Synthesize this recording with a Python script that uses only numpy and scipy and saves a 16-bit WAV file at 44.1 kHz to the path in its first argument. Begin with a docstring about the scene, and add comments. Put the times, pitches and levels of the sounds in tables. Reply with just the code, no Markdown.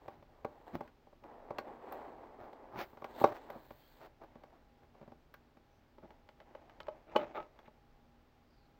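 """Taps, scrapes and a hard knock of cardboard, then plastic clicks that end in a loud snap, close by.
Hands turn a carton on a desk, drag its tight lid up and knock it open,
then press on the plastic tray inside until a steel multi-tool snaps free.
Blows ring damped panel modes and friction is made of random slips shaped by the walls; noise bands
give soft, gliding hiss and one very short tick. Behind lie room hiss and faint ventilation tones."""
import sys
import numpy as np
from scipy import signal
from scipy.fft import rfft, irfft, next_fast_len
from scipy.io import wavfile

SR = 44100
rng = np.random.default_rng(int(sys.argv[2]) if len(sys.argv) > 2 else 0)


def wav_record(signal):
    """Record a signal, one row per channel, as 16-bit PCM in the file named by sys.argv[1]."""
    frames = np.transpose(np.atleast_2d(signal))
    bounded = np.clip(frames, -1, 1)
    # unit amplitude maps onto the largest positive 16-bit level
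    quanta = np.round(bounded * 32767).astype(np.int16)
    wavfile.write(sys.argv[1], SR, quanta)


N = 387638
TIME = np.arange(N) / SR  # s
# frequency bands of a contact, each (low f/Hz, high f/Hz)
THUMP, KNOCK, CRACK, TICK = (60, 300), (300, 1400), (1400, 7000), (10000, 16000)
BANDS = [THUMP, KNOCK, CRACK, TICK]


def carton_taps():
    """Fingers and lid strike the carton, whose card panels ring briefly."""
    # blows: t/s, force/dB, weight/dB re force, sharpness/dB re force, struck spot f/Hz
    taps = [(.081, -46.5, -12.5, -14, 705), (.2255, -61, -13, -13, 584), (.447, -39, -9, -16.5, 462),
            (.8075, -44, -8, -16.5, 880), (.876, -70, -1, 4, 1410), (1.069, -63, -5, -21, 720),
            (1.128, -62, -8, -19, 580), (1.238, -58.5, -26, -9.5, 990), (1.506, -41.5, -10, -19.5, 550),
            (1.5842, -40.5, -16, -5.5, 2220), (1.9232, -47.5, -25, -10.5, 820),
            (2.53, -58.5, -10, -8.5, 600), (2.93, -60.5, -3, -17, 1410), (2.972, -57, -7, -10, 1363),
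            (3.0205, -49.5, -8, -16, 1080), (3.0435, -44, -16, -9.5, 1640), (3.2132, -35.5, -5.5, -30, 830),
            (3.24, -20, -17, -20.5, 590), (3.5015, -50, -20, -7, 604), (3.418, -71, 4, 1, 1390),
            (3.558, -56.5, 2, -22, 550), (3.7065, -52.5, -7, -11, 550), (4.215, -54.5, -15, -22.5, 770),
            (4.355, -61, 3.5, -11.5, 534), (4.436, -56.5, -9, -10.5, 550), (4.949, -65, -7.5, -16, 402),
            (5.0136, -60.5, 1, -13, 610), (5.028, -60, 0, -16, 600), (5.0775, -60.5, 2, -15, 610),
            (5.119, -57.5, -3, -16, 750), (5.34, -62, -20, 3.5, 1540), (5.57, -67, 1, -8, 790)]
    # panel modes of the carton: f/Hz, level/dB, t60 at the hardest blow/s
    modes = [(116,-19.5,0.06), (243,-13.5,0.049), (344.3,-6,0.027), (446,-9,0.059), (505,-6,0.044),
             (604,1.5,0.026), (791,-6,0.069), (878,-4.5,0.057), (1035,-7,0.031), (1121,-7,0.055),
             (1330,-7.5,0.0067), (1458,-17.5,0.1), (1610,-24.5,0.071), (2100,-29.5,0.062), (2140,-25,.04),
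             (2650,-32.5,0.022), (3100,-33,0.012), (3780,-29.5,0.075), (4247,-30,0.013)]
    return blows(taps, modes, focus=0.55, max_focus_db=6.5, tick_db=-20.5, tick_t60=0.014,
                 crack_lag_s=.0008, tick_lag_s=.0015, rebound_s=.00505, rebound=.24, contact=1.5)


def tray_snaps():
    """The plastic tray buckles under the tool and rings at its own modes."""
    # snaps: t/s, force/dB, weight/dB re force, sharpness/dB re force, struck spot f/Hz
    snaps = [(5.9824, -59.5, -11, -15, 340), (6.1046, -60.5, -5, -4.5, 872),
             (6.2882, -60.5, -28.5, -3, 2530), (6.401, -64, -9, -0.5, 734), (6.5496, -49.5, -31, -14, 560),
             (6.695, -71.5, -3, 7, 850), (6.802, -53.5, -14, 1, 2340), (6.8674, -59.5, -29, -4, 990),
             (6.883, -38.5, -29, -21, 610), (7.1595, -25, -15.5, -11.5, 850), (7.231, -45.5, -19, -17, 576),
             (7.3765, -40, -30, -25, 1270), (7.426, -54.5, -18, -10, 594), (7.5888, -62.5, -7, -1, 800),
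             (7.6795, -58.5, -7, -17, 735)]
    # modes of the tray: f/Hz, level/dB, t60 at the hardest blow/s
    modes = [(214,-8,0.033), (362,-3,0.032), (443,-6.5,0.045), (525,-4,0.04), (617,-3,0.1), (848,0,0.064),
             (996,-7,0.02), (1100,-5.5,0.043), (1280,-7,0.13), (1485,-13,0.023), (1660,-23,.04),
             (1920,-30.5,0.016), (2220,-29.5,0.17), (2510,-17,0.017), (2990,-12.5,0.032), (3460,-27,0.027),
             (3840,-32,0.024), (4270,-22,.018)]
    return blows(snaps, modes, focus=0.716, max_focus_db=9.5, tick_db=-27.5, tick_t60=.025,
                 crack_lag_s=0.001977, tick_lag_s=.004, rebound_s=0.00204, rebound=0.28, contact=4.2)


def blows(rows, modes, focus, max_focus_db, tick_db, tick_t60, crack_lag_s, tick_lag_s,
          rebound_s, rebound, contact):
    """Each blow rings the panel modes, with a brief crack of grit and a high tick on top."""
    crush_db, crush_t60, spot_width = -10.5, 0.04, .11  # dB, s, natural log of frequency ratio
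    grit_colour = [(100, -1.5), (1000, 6.5), (2300, 3.5), (2900, -7),
                   (4000, -9), (7000, -17.5), (10000, -14.5)]  # f/Hz, level/dB
    out, t = np.zeros(N), np.arange(SR // 8) / SR
    hardest_db = max(row[1] for row in rows)
    hz, mode_db, t60 = np.transpose(modes)
    upper = hz > 1700
    for s, force_db, weight_db, sharp_db, spot_hz in rows:
        # a hard blow shakes every mode, a soft one mostly those of the struck spot
        softness_db = hardest_db - force_db
        nearness = np.exp(-(np.log(hz / spot_hz) / spot_width) ** 2)
        focus_db = min(focus * softness_db, max_focus_db) * nearness
        # soft blows detune the upper modes at random and damp them sooner
        detune = 1 + .07 * rng.standard_normal(len(hz)) * upper * min(softness_db / 10, 1)
        damping = 1 + upper * min(softness_db / 20, 1)
        body = ring(zip(hz * detune, mode_db + focus_db, t60 / damping), t)
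        add(body, rebound_s, rebound * body.copy())  # the wall springs back and strikes again
        grit = unit(colour(rng.standard_normal(len(t)), grit_colour))
        body += amp(crush_db - 60 * t / crush_t60) * grit
        # a light contact is over at once: one short push and pull of air
        u = t / 0.00033
        body += contact * min(softness_db / 20, 1) * np.sin(2.8 * u) * np.exp(-u / 1.1)
        sources = [body, body, body, tick(t, tick_t60)]
        levels = band_levels(force_db, weight_db, sharp_db, tick_db)
        lags = [0, 0, crack_lag_s, tick_lag_s]
        for source, edges, db, lag in zip(sources, BANDS, levels, lags):
            add(out, *blow_band(s + lag, source, edges, db))
    return out


def blow_band(s, source, edges, db):
    """One band of a blow, with the energy of a steady 20 ms at its level; returns (start s, sound)."""
    blow_s, lead = .02, SR // 100  # the lead leaves space for the filter's pre-ringing
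    part = band(np.pad(source, (lead, 0)), edges, order=2)
    return s - lead / SR, amp(db) * part * np.sqrt(blow_s * SR / np.sum(part ** 2))


def band_levels(force_db, weight_db, sharp_db, tick_db):
    """Levels of one contact: weight feeds the thump, sharpness the crack and the tick above it."""
    crack_db = force_db + sharp_db
    return force_db + weight_db, force_db, crack_db, crack_db + tick_db


def tick(t, t60):
    """A very short burst of noise, differenced six times to leave the highest treble."""
    burst = rng.standard_normal(len(t)) * amp(-60 * t / t60)
    return np.diff(burst, n=6, prepend=np.zeros(6))


def flicks():
    """A cut edge of the card catches and springs free with a thin, high tick."""
    # flicks: t/s, level/dB
    edge_flicks = [(1.9237, -60.5), (3.5025, -69), (5.341, -72)]
    out, t = np.zeros(N), np.arange(SR // 8) / SR
    for s, db in edge_flicks:
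        add(out, *blow_band(s, tick(t, t60=0.018), TICK, db))
    return out


def slide():
    """The lid drags along the walls: the panels drone, the edge rasps, the fibres hiss."""
    # colours: f/Hz, level/dB
    panel_colour = [(60, -38.0), (180, -15.5), (270, -5), (480, -3.0), (598, -3), (690, -2.5),
                    (840, -2.0), (1150, -11.0), (1450, -19.5), (2000, -22.0), (2800, -35.5), (6000, -62)]
    edge_colour = [(900, -24.0), (1600, 1.5), (2030, -4.0), (2400, -6.0), (3000, -4.0),
                   (4200, -2.5), (5500, -17), (8000, -12), (10000, -32.5)]
    fibre_colour = [(7000, -61.5), (10000, -19.5), (12500, -5), (14500, 7), (16000, 5.0), (17000, -38.5)]
    drone, rasp, hiss = sliding_levels()
    slips = dragging()
    panel = amp(-0.85) * drone * unit(colour(slips, panel_colour))
    edge = amp(-2.5) * rasp * unit(colour(slips, edge_colour))
    fibres = amp(-2.0) * hiss * unit(colour(slips, fibre_colour))
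    return panel + edge + fibres


def sliding_levels():
    """Gains of drone, rasp and hiss, ahead of the trims in slide(); a harder pull is brighter."""
    # hands shifting on the carton: start t/s, length/s, pressure level/dB
    rubs = [(0, 0.092, -60.5), (.27, 0.19, -66.5), (.47, 0.23, -62), (.66, 0.2, -60)]
    # the tight lid dragged up the walls: t/s, pull level/dB
    drag_path = [(1.22, -71), (1.25, -54), (1.48, -57.5), (1.62, -51.5), (1.8, -53), (1.93, -46),
                 (2.2, -54), (2.47, -55.5), (2.72, -56.5)]
    # the freed lid swinging back under the hand: t/s, drone level/dB, rasp level/dB, hiss level/dB
    swing_path = [(2.8, -66, -73, -71), (2.99, -63.5, -84, -85), (3.12, -54, -71, -81),
                  (3.22, -45.5, -58.5, -59), (3.33, -57, -72, -90), (3.56, -55, -75, -78),
                  (3.68, -65.5, -75, -73), (3.88, -74, -74, -73.5), (4.07, -61, -72.5, -82)]
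    firm_db, release_s = -48.5, 0.045  # a firm pull, and how the drag dies away
    # level at a firm pull, and dB gained per dB of pull
    rasp_db, rasp_growth = -76.5, 1.7
    hiss_db, hiss_growth = -88, 2
    s, db = np.transpose(drag_path)
    release = np.exp(-np.maximum(TIME - s[-1], 0) / release_s)
    pull = amp(np.interp(TIME, s, db, left=-120) - firm_db) * release
    drag = np.array([amp(firm_db) * pull,
                     amp(rasp_db) * pull ** rasp_growth,
                     amp(hiss_db) * pull ** hiss_growth])
    hands = np.outer(amp([0, -22, -30]), touches(rubs))  # skin on card: drone, rasp, hiss in dB
    s, *columns = np.transpose(swing_path)
    swing = amp([np.interp(TIME, s, c, left=-120, right=-120) for c in columns])
    return hands + drag + swing


def dragging():
    """Slips of one sliding contact: an unsteady pull over fine fibres, with a few coarser snags."""
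    wobble_colour = [(1, -8.5), (6, 2.5), (25, -7.0), (80, -61.5)]  # f/Hz, level/dB
    snag_db, unsteady_db = -11, 1.0  # gain of the snags, rms wobble of the pull
    wobble = unit(colour(rng.standard_normal(N), wobble_colour))
    fine = friction(N, per_s=2000, spread_db=0.2, smooth=.5)
    snags = friction(N, per_s=250, spread_db=0, smooth=0)
    return (fine + amp(snag_db) * snags) * amp(unsteady_db * wobble)


def card_scrapes():
    """Skin and lid scrape briefly on the card, heard through the carton walls."""
    # scrapes: middle t/s, length/s, force/dB, weight/dB re force, sharpness/dB re force
    strokes = [(.096, 0.059, -65, -6, -11), (.19, 0.042, -69, 3.5, -14), (.751, 0.031, -45, 1.5, -13.5),
               (2.44, 0.08, -54, -13, -20), (2.772, 0.071, -47.5, -8, -20),
               (2.807, 0.056, -44.5, -11.5, -5.5), (3.325, 0.019, -45.5, -11, -16),
               (3.285, .05, -48.5, -12.5, -12), (3.361, 0.036, -52.5, -34, -9),
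               (3.525, 0.086, -55, -17, -20), (4.04, 0.066, -56.5, -15.5, -12.5),
               (4.235, 0.045, -56, -21, -18), (4.544, 0.04, -66, -10, -20), (4.84, 0.032, -68, -8, -13.5)]
    # colour of the card walls: f/Hz, level/dB
    walls = [(60, -6.5), (250, -6.5), (370, 3.5), (480, -6.5), (595, 2), (710, 4.5), (860, 1), (1050, -5),
             (1320, -5.5), (1700, -4.5), (2300, -8.5), (3000, -16), (4000, -18), (7000, -27.5),
             (10000, -44), (12500, -50), (15000, -32.5)]
    return scrapes(strokes, walls, tick_db=-12.5, slips_per_s=560, spread_db=4.0, smooth=0.535)


def tray_scrapes():
    """The tool scrapes in its plastic bed."""
    # scrapes: middle t/s, length/s, force/dB, weight/dB re force, sharpness/dB re force
    strokes = [(6.044, 0.037, -59, 0, -20), (6.417, 0.035, -62, -24.5, -16), (7.105, 0.052, -60, -9, -11.5),
               (7.138, 0.0085, -60, -14.5, -26), (7.156, 0.0076, -36.5, -18, -33),
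               (7.214, 0.055, -44.5, -9, -12.5), (7.366, 0.03, -43, -24, -11),
               (7.398, 0.031, -46.5, -17, -14.5), (7.664, 0.024, -81.5, -3, 13.5)]
    # colour of the plastic tray: f/Hz, level/dB
    walls = [(60, -20), (250, -11), (370, 3), (520, -1), (590, 11.5), (710, 0.5), (850, 5), (1000, -13),
             (1290, 1), (1450, -4.5), (1900, -8.5), (2280, -4.5), (3100, -18.5), (3800, -16), (4600, -32),
             (7000, -37), (10000, -49), (15000, -21)]
    return scrapes(strokes, walls, tick_db=-26, slips_per_s=600, spread_db=-1.5, smooth=0.41)


def scrapes(rows, walls, tick_db, slips_per_s, spread_db, smooth):
    """Brief bursts of slips shake the walls, which colour them."""
    out, t = np.zeros(N), np.arange(-SR // 8, SR // 8) / SR
    for middle, length, force_db, weight_db, sharp_db in rows:
        stroke = np.exp(-np.abs(t / (0.56 * length)) ** 2.7)
        slips = colour(friction(len(t), slips_per_s, spread_db, smooth), walls)
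        for edges, db in zip(BANDS, band_levels(force_db, weight_db, sharp_db, tick_db)):
            part = band(slips, edges) * stroke
            # the energy of a steady sound of the scrape's length
            add(out, middle + t[0], amp(db) * part * np.sqrt(length * SR / np.sum(part ** 2)))
    return out


def grip():
    """Fingertips creep over box and tray with a fine rustle of slips."""
    # touches: start t/s, length/s, pressure level/dB
    grips = [(4.25, .33, -68), (4.79, 0.052, -75), (4.93, 0.18, -67), (6.02, 0.14, -69), (6.45, 0.33, -65),
             (6.82, 0.19, -64.5), (7.1, 0.2, -55), (7.39, 0.04, -58), (7.52, 0.13, -68)]
    rustle_colour = [(100, -41.0), (300, -0.5), (480, -4.0), (595, -0.5), (700, 1.0), (860, -2),
                     (1300, -14), (1800, -15), (2300, -17.5), (4000, -33), (7000, -39.5),
                     (10000, -65.0)]  # f/Hz, level/dB
    slips = friction(N, per_s=900, spread_db=2, smooth=.5)
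    return touches(grips) * unit(colour(slips, rustle_colour))


def touches(rows):
    """Pressure of a series of touches: each builds up, holds, then dies away."""
    attack_s, release_s = 0.022, 0.042
    pressure = np.zeros(N)
    for start, length, db in rows:
        attack = np.clip((TIME - start) / attack_s, 0, 1)
        release = np.exp(-np.maximum(TIME - start - length, 0) / release_s)
        pressure += amp(db) * attack * release
    return pressure


def friction(size, per_s, spread_db, smooth):
    """Surfaces catching and letting go: tiny random slips of uneven force over a smooth hiss."""
    slips = rng.standard_normal(size) * (rng.random(size) < per_s / SR)
    slips *= amp(spread_db * np.minimum(rng.exponential(1, size), 4))
    return unit(slips) * (1 - min(smooth, 1)) + smooth * rng.standard_normal(size)


def noise_bands():
    """Low-passed noise on a moving tone: soft, gliding bands of hiss, and one very short tick near 4.3 kHz."""
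    # hiss bands and the 2 ms tick: start t/s, end t/s, start f/Hz, end f/Hz, bandwidth/Hz, level/dB
    bursts = [(3.112, 3.292, 3670, 4060, 910, -70), (3.455, 3.81, 4190, 3820, 600, -87),
              (3.732, 3.98, 4300, 4520, 605, -84), (3.785, 3.925, 3130, 3330, 129, -81),
              (6.831, 6.833, 4330, 4200, 1500, -62), (5.658, 5.84, 5600, 6370, 597, -94),
              (8.445, 8.718, 5150, 3980, 600, -85.5)]
    out = np.zeros(N)
    for start, end, start_hz, end_hz, width_hz, db in bursts:
        size = round((end - start) * SR)
        lowpass = signal.butter(2, width_hz / 2, fs=SR, output="sos")
        noise = signal.sosfilt(lowpass, rng.standard_normal(size))
        carrier = np.cos(2 * np.pi * np.cumsum(np.linspace(start_hz, end_hz, size)) / SR)
        fade = signal.windows.tukey(size, .7)
        add(out, start, amp(db) * unit(noise * carrier * fade))
    return out


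def room(x, wet_db, hollow_db):
    """The hollow box hums on after each sound, and the walls return a short diffuse tail."""
    # long ring of the hollow box: f/Hz, level/dB, t60/s
    hollow_modes = [(360, -9, 0.3), (441, -8, .2), (592, 2, .21), (890, -6.5, 0.13), (1317, -10, 0.14),
                    (1440, -14, .14)]
    # room decay: f/Hz, t60/s
    decay = [(100, .3), (500, 0.23), (2000, 0.14), (6000, 0.083), (15000, 0.13)]
    tail_colour = [(100, 1.0), (600, -8.5), (2500, -1.5), (6000, 4.0), (15000, 1.5)]  # f/Hz, level/dB
    t = np.arange(SR // 2) / SR
    # sparse random reflections, none before 9 ms
    taps = rng.choice([-1., 1.], len(t)) * (rng.random(len(t)) < 3000 / SR) * (t > .009)
    hz, when, z = signal.stft(taps, SR, nperseg=256)
    fading = z * amp(-60 * when / read(decay, hz)[:, None])
    tail = signal.istft(fading, SR, nperseg=256)[1][:len(t)]
    tail = colour(tail / np.linalg.norm(tail), tail_colour)
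    hollow = ring(hollow_modes, t)
    hollow = hollow / abs(rfft(hollow)).max()
    echo = amp(wet_db) * tail + amp(hollow_db) * hollow
    return x + signal.fftconvolve(x, echo)[:N]


def air():
    """Steady room hiss with a few ventilation tones: narrow noise bands that waver."""
    # hiss colour: f/Hz, relative density level/dB per Hz
    hiss_colour = [(12, -26.5), (20, 2), (81, -4), (116, -11), (150, -6.5), (204, -17.5), (234, -6),
                   (262, -10), (422, -13), (698, -15.5), (849, -15.5), (923, -18.5), (4810, -34),
                   (10200, -50.5), (16000, -39)]
    # ventilation tones: f/Hz, width/Hz, level/dB
    hum = [(128.8, 8, -82.5), (237.4, 3.7, -79), (815, 3.5, -80.5)]
    hz = np.fft.rfftfreq(N, 1 / SR)
    out = amp(-66.52) * unit(colour(rng.standard_normal(N), hiss_colour))
    for f, width, db in hum:
        resonance = 1 / (1 + (2 * (hz - f) / width) ** 2)
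        out += amp(db) * unit(irfft(rfft(rng.standard_normal(N)) * resonance, N))
    return out


def ring(modes, t):
    """Damped modes set off together; neighbouring modes swing in opposite directions."""
    return sum((-1) ** k * amp(db - 60 * t / t60) * np.sin(2 * np.pi * hz * t)
               for k, (hz, db, t60) in enumerate(modes))


def amp(db):
    """Decibels to gain."""
    return 10 ** (np.asarray(db) / 20)


def unit(x):
    """Scales to rms 1."""
    return x / np.sqrt(np.mean(x ** 2) + 1e-30)


def read(points, hz):
    """Reads a table on a log-frequency axis."""
    f, value = np.transpose(points)
    return np.interp(np.log(hz + 1), np.log(f + 1), value)


def colour(x, points):
    """Gives x a spectral shape."""
    size = next_fast_len(len(x))
    gain = amp(read(points, np.fft.rfftfreq(size, 1 / SR)))
    return irfft(rfft(x, size) * gain, size)[:len(x)]


def band(x, edges, order=3):
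    """Band-pass that keeps all bands aligned in time."""
    return signal.sosfiltfilt(signal.butter(order, edges, "bandpass", fs=SR, output="sos"), x)


def add(mix, s, sound):
    """Mixes a sound in at time s."""
    part = mix[max(round(s * SR), 0):][:len(sound)]
    part += sound[:len(part)]


def scene():
    """Contacts sound the hollow box and the room; slides, noise bands and air are mixed in dry."""
    contacts = carton_taps() + tray_snaps() + flicks() + card_scrapes() + tray_scrapes() + grip()
    mix = room(contacts, wet_db=-14, hollow_db=-1) + slide() + noise_bands() + air()
    return mix[None]


def record(dry):
    """The recorder's band limit: a steep low-pass at 15.9 kHz."""
    lowpass = signal.firwin(511, 15900, window=("kaiser", 9), fs=SR)
    return signal.oaconvolve(dry, lowpass[None], "same")


dry = scene()
out = record(dry)
wav_record(out)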